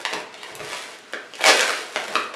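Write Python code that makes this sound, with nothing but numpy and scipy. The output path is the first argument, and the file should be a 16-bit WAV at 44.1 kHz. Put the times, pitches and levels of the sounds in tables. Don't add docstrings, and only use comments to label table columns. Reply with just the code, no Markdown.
import sys
import numpy as np
from scipy import signal
from scipy.fft import rfft, irfft
from scipy.io import wavfile
from scipy.ndimage import uniform_filter1d

SR = 44100
rng = np.random.default_rng(int(sys.argv[2]) if len(sys.argv) > 2 else 0)


def master_out(mix):
    frames = np.transpose(np.atleast_2d(mix))
    ceiling = np.clip(frames, -1, 1)
    pcm = np.round(ceiling * 32767).astype(np.int16)
    wavfile.write(sys.argv[1], SR, pcm)


N = 103811

# frequency in Hz, relative level in dB.
ROOM_TONE_COLOUR = [(25, -51), (100, 1), (300, 11.5), (600, 4), (1500, 10.5), (4000, 2.5), (8000, -7),
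                    (16000, -33)]
# delay in seconds, level in dB.
EARLY_ECHOES = [(.0035, -11.5), (.0092, -6.5), (0.0148, -16)]
# frequency in Hz, seconds to fall by 60 dB.
ROOM_DECAY = [(150, 0.7), (500, 0.52), (1400, 0.53), (3700, 0.42), (8000, 0.33), (14000, 0.27)]
# start in seconds, level in dB, pitch in Hz.
HAND_BUMPS = [(0.137, -37, 186), (0.518, -44, 131), (0.6, -37, 148), (1.96, -36, 226), (2.087, -36, 217),
              (2.16, -36, 215)]
# frequency in Hz, gain in dB.
SKIN_COLOUR = [(35, -67), (60, -76), (103, -54.5), (212, -23.5), (515, 4.5), (924, -7), (1550, -6),
               (1820, -5.5), (3270, -9.5), (4030, -12.5), (10800, -26.5), (14200, -48.5), (16000, -104)]
# centre in Hz, width in Hz, gain in dB.
RESONANCES = [(552, 78, -10), (580, 300, -0.5), (1005, 254, 3.5), (1538, 46, 3), (2280, 540, 1),
              (3055, 110, -2.5), (4870, 740, 0.5)]
# time in seconds, relative level in dB, tilt in dB per octave.
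RUB_COURSE = [(0, -18.5, -3.5), (.04, -55, 16.5), (0.124, -25, -2), (.2, -26, -1), (.3, -63, -2),
              (.38, -37, 0), (.5, -33, 0), (0.589, -37, -3), (.62, -31, 0.5), (0.701, -27, 1.5),
              (.73, -26, 0), (.77, -27.5, 3), (.8, -29, 4.5), (.87, -34, 1), (.95, -33, 1.1),
              (.97, -48, -1), (1.1, -40, -0.5), (1.3, -45.5, -0.5), (1.4, -35.5, 6), (1.46, -12, -2),
              (1.52, -13, 0), (1.6, -18, 3.5), (1.72, -23.5, 1.7), (1.8, -25.5, 1), (1.88, -33.5, 1.5),
              (1.95, -29, 2), (2.05, -31.5, 1.7), (2.12, -23.5, -0.8), (2.17, -27, 0.5), (2.35, -42, -2)]
# frequency in Hz, gain in dB.
TAUT_BAND = [(3800, 2.6), (5200, 7.5), (7700, 4.5), (9000, 3)]
# start in seconds, level in dB, flutter in Hz, tilt in dB per octave,
# decay scale in ms (0.8 at least is used), ring of the stretched patch in Hz, its gain in dB.
SNAPS = [(0.0514, -6, 930, 2, 1.16, 4250, 3.5), (0.1288, -17, 2110, -2.5, 1.7, 2080, -9),
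         (0.1341, -12.5, 920, 4, 1.87, 1026, 9.5), (0.3265, -34.5, 2650, -3, 3.7, 2650, -10),
         (0.3417, -26, 650, 1.9, 2.3, 3400, 3), (0.4318, -21, 967, 2.5, 1.65, 2750, 2.5),
         (0.4955, -28, 2010, -3.5, 1.3, 420, 10), (.5525, -24, 1285, 13.5, 1.4, 2640, 11),
         (0.5942, -25, 700, 0, 2, 700, -5), (0.604, -19.5, 635, -1.5, 1.6, 420, 6),
         (0.647, -28.5, 582, 5.5, 1.6, 528, 23), (.6732, -27.5, 474, -0.5, 2.6, 524, 2),
         (.7176, -26, 573, 2, 11, 2220, -9), (0.7316, -15, 1210, 2.6, 0.51, 1290, 3.5),
         (0.987, -33.5, 673, 7, 1.9, 5000, -2), (1.1254, -30.5, 2900, 4.5, 1.7, 4500, -14),
         (1.1348, -12, 1730, -2, 1.08, 573, 7), (1.3364, -21.5, 3130, 0.5, 0.47, 2980, 2),
         (1.353, -26.5, 2540, 1.5, 2.5, 2720, -8), (1.393, -25, 837, -6.5, 3.2, 1610, 13),
         (1.4071, -15.5, 676, -4, 1.04, 2400, 13), (1.4123, -18, 1614, 5.5, 1.2, 3200, 9),
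         (1.44, -3.5, 794, 2, 1.8, 2270, 6.5), (1.446, -41, 1550, 15, 3.1, 1530, 19),
         (1.5715, -17.5, 583, -1, 1.1, 542, 8), (1.5935, -7, 1780, 3.5, 1.4, 2630, 7),
         (1.608, -8.5, 1573, 4, 1.9, 6500, 7.5), (1.6285, -11, 1576, -2, 2.1, 1820, -3),
         (1.678, -12.5, 669, 4.5, 1.9, 1900, 9), (1.694, -9.5, 1355, 4.5, 0.75, 1280, 11),
         (1.706, -17, 1630, 5.5, 1.2, 2150, -2), (1.734, -21.5, 1380, 2, 1.8, 2820, 6),
         (1.9605, -5, 734, -0.5, 0.64, 2340, 3.5), (2.04, -25.5, 1426, 2.5, 2.4, 2280, -5),
         (2.081, -22.5, 500, 2.5, 2.9, 493, 2.5), (2.1543, -4, 1256, -2, 1.82, 4100, 5),
         (2.339, -21.5, 558, 0, 4.2, 630, 3.5)]

HZ = np.fft.rfftfreq(4096, 1 / SR)
OCTAVES = np.log2(np.maximum(HZ, 200) / 1500)


def amp(db):
    return 10 ** (np.asarray(db) / 20)


def unit_rms(x):
    return x / np.sqrt(np.mean(x ** 2) + 1e-20)


def curve_at(points, hz):
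    f, value = np.transpose(points)
    return np.interp(np.log(hz + 1), np.log(f + 1), value)


def add(mix, start_s, sound):
    part = mix[round(start_s * SR):][:len(sound)]
    part += sound[:len(part)]


def coloured(x, db):
    log_gain = np.log(amp(np.maximum(np.r_[db, db[-2:0:-1]], -100)))
    response = np.fft.ifft(np.exp(np.conj(signal.hilbert(log_gain)))).real[:2048]
    return signal.fftconvolve(x, response)


def room_tone(level_db=-48):
    colour = amp(curve_at(ROOM_TONE_COLOUR, np.fft.rfftfreq(N, 1 / SR)))
    return amp(level_db) * unit_rms(irfft(rfft(rng.standard_normal(N)) * colour, N))


def room_echo(direct, tail_db=1.5):
    duller = coloured(direct, -1.5 * np.maximum(OCTAVES, 0))[:N]
    early, tails = np.zeros(2000), np.zeros(N)
    for delay_s, db in EARLY_ECHOES:
        add(early, delay_s, amp([db]))
    for k in range(3):
        taps, slots = np.zeros(SR), np.arange(200, SR - 20, 10)
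        taps[slots + rng.integers(0, 10, len(slots))] = rng.choice([-1., 1.], len(slots))
        hz, t, bands = signal.stft(taps, SR, nperseg=256)
        decay_db = -60 * t / curve_at(ROOM_DECAY, hz)[:, None]
        onset_db = 1.5 * np.exp(-t / 0.017)
        tail = signal.istft(bands * amp(decay_db + onset_db), SR, nperseg=256)[1]
        crossfade = np.sqrt(2 / 3) * np.cos(np.pi * (9 * np.arange(N) / SR + k / 3))
        tails += signal.fftconvolve(duller * crossfade, tail / np.linalg.norm(tail))[:N]
    return signal.fftconvolve(duller, early)[:N] + amp(tail_db) * tails


def hand_bumps(t60_s=0.045, attack_s=0.0019):
    out, t = np.zeros(N), np.arange(8000) / SR
    for start_s, db, hz in HAND_BUMPS:
        envelope = amp(db - 60 * t / t60_s) * np.minimum(t / attack_s, 1)
        add(out, start_s, envelope * np.sin(2 * np.pi * hz * t))
    return out


def squeak(start_s=.37, length_s=.08, level_db=-47.5, from_hz=2600, to_hz=4700, width_hz=900):
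    out, progress = np.zeros(N), np.linspace(0, 1, round(length_s * SR))
    noise = rng.standard_normal((2, 6000))
    fuzz = signal.lfilter(*signal.butter(2, width_hz / 2, fs=SR), noise)[:, :len(progress)]
    phase = 2 * np.pi * np.cumsum(from_hz + (to_hz - from_hz) * progress) / SR
    band = unit_rms(fuzz[0] * np.cos(phase) + fuzz[1] * np.sin(phase))
    add(out, start_s, amp(level_db) * np.sqrt(np.sin(np.pi * progress) + 1e-9) * band)
    return out


def skin_db():
    peaks = sum(db / (1 + (2 * (HZ - hz) / width) ** 2) for hz, width, db in RESONANCES)
    return curve_at(SKIN_COLOUR, HZ) + peaks


def rubbing(slips_per_s=1000, spread_db=3, trim_db=-9):
    times, db, tilt_db = np.transpose(RUB_COURSE)
    t = np.arange(N) / SR
    size, chance, side = rng.random((3, N))
    strength = amp(spread_db * np.minimum(-np.log(size + 1e-9), 4))
    ticks = strength * (chance < slips_per_s / SR) * np.sign(side - .5)
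    dull, bright = (unit_rms(coloured(ticks, tilt * OCTAVES + skin_db())[:N]) for tilt in (-4, 4))
    blend = np.clip(.5 + np.interp(t, times, tilt_db) / 8, 0, 1)
    return amp(np.interp(t, times, db) + trim_db) * ((1 - blend) * dull + blend * bright)


def slip(noise, db, flutter_hz, tilt_db, decay_ms, ring_hz, ring_db, taut_db=0, crossover_hz=4500):
    t = np.arange(len(noise)) / SR
    tick_s = (np.arange(24) + .07 * noise[-24:]) / flutter_hz
    ticks = np.sinc((t[:, None] - tick_s) * SR - 8).sum(1) * np.sqrt(SR / flutter_hz)
    ticks = signal.lfilter(*signal.butter(2, crossover_hz, fs=SR), ticks)
    crack = signal.lfilter(*signal.butter(2, crossover_hz, "high", fs=SR), noise)
    age = t * 1000 / max(decay_ms, .8)
    burst = .5 * (ticks + crack) * (.2 + age) * np.exp(-1.7 * age)
    patch_db = ring_db / (1 + (2 * (HZ - ring_hz) / (.3 * ring_hz)) ** 2)
    burst_db = uniform_filter1d(20 * np.log10(abs(rfft(burst, 4096)) + 1e-6), 15)
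    lumps_db = (burst_db - uniform_filter1d(burst_db, 300)) / (1 + (5500 / (HZ + 1)) ** 8)
    snap = coloured(burst, tilt_db * OCTAVES + patch_db + taut_db - .5 * lumps_db + skin_db())[:2048]
    peak_power = uniform_filter1d(snap ** 2, 66).max()
    return amp(db) * snap / np.sqrt(4 * peak_power)


def creak(noises, start_s=1.4538, count=18, first_gap_s=.0067, shrink_s=.0005, least_gap_s=.0036):
    out, k = np.zeros(N), np.arange(count)
    gaps = np.maximum(first_gap_s - shrink_s * k, least_gap_s)
    starts = start_s + np.cumsum(gaps) - gaps
    for at_s, progress, noise in zip(starts, k / count, noises):
        db = -3 - 19 * progress ** 3 + noise[0]
        flutter_hz = 696 * (1 + 0.23 * np.tanh(noise[1]))
        add(out, at_s, slip(noise, db, flutter_hz, tilt_db=3, decay_ms=1.28,
                            ring_hz=523, ring_db=8.5, taut_db=curve_at(TAUT_BAND, HZ)))
    return out


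def snaps(noises):
    out = np.zeros(N)
    for (start_s, *settings), noise in zip(SNAPS, noises):
        add(out, start_s, slip(noise, *settings))
    return out


def scene():
    noises = rng.standard_normal((80, 400))
    balloon = snaps(noises) + creak(noises[::-1]) + rubbing() + squeak() + hand_bumps()
    return (balloon + room_echo(balloon) + room_tone())[None]


def record(dry, knee=.65, ceiling=.92, low_hz=45, top_hz=15900):
    over, headroom = np.maximum(abs(dry) - knee, 0), ceiling - knee
    squeezed = dry - np.sign(dry) * (over - headroom * np.tanh(over / headroom))
    thinned = signal.lfilter(*signal.butter(1, low_hz, "high", fs=SR), squeezed)
    band_limit = signal.firwin(511, top_hz, window=("kaiser", 9), fs=SR)
    return signal.oaconvolve(thinned, band_limit[None], "same")


dry = scene()
out = record(dry)
master_out(out)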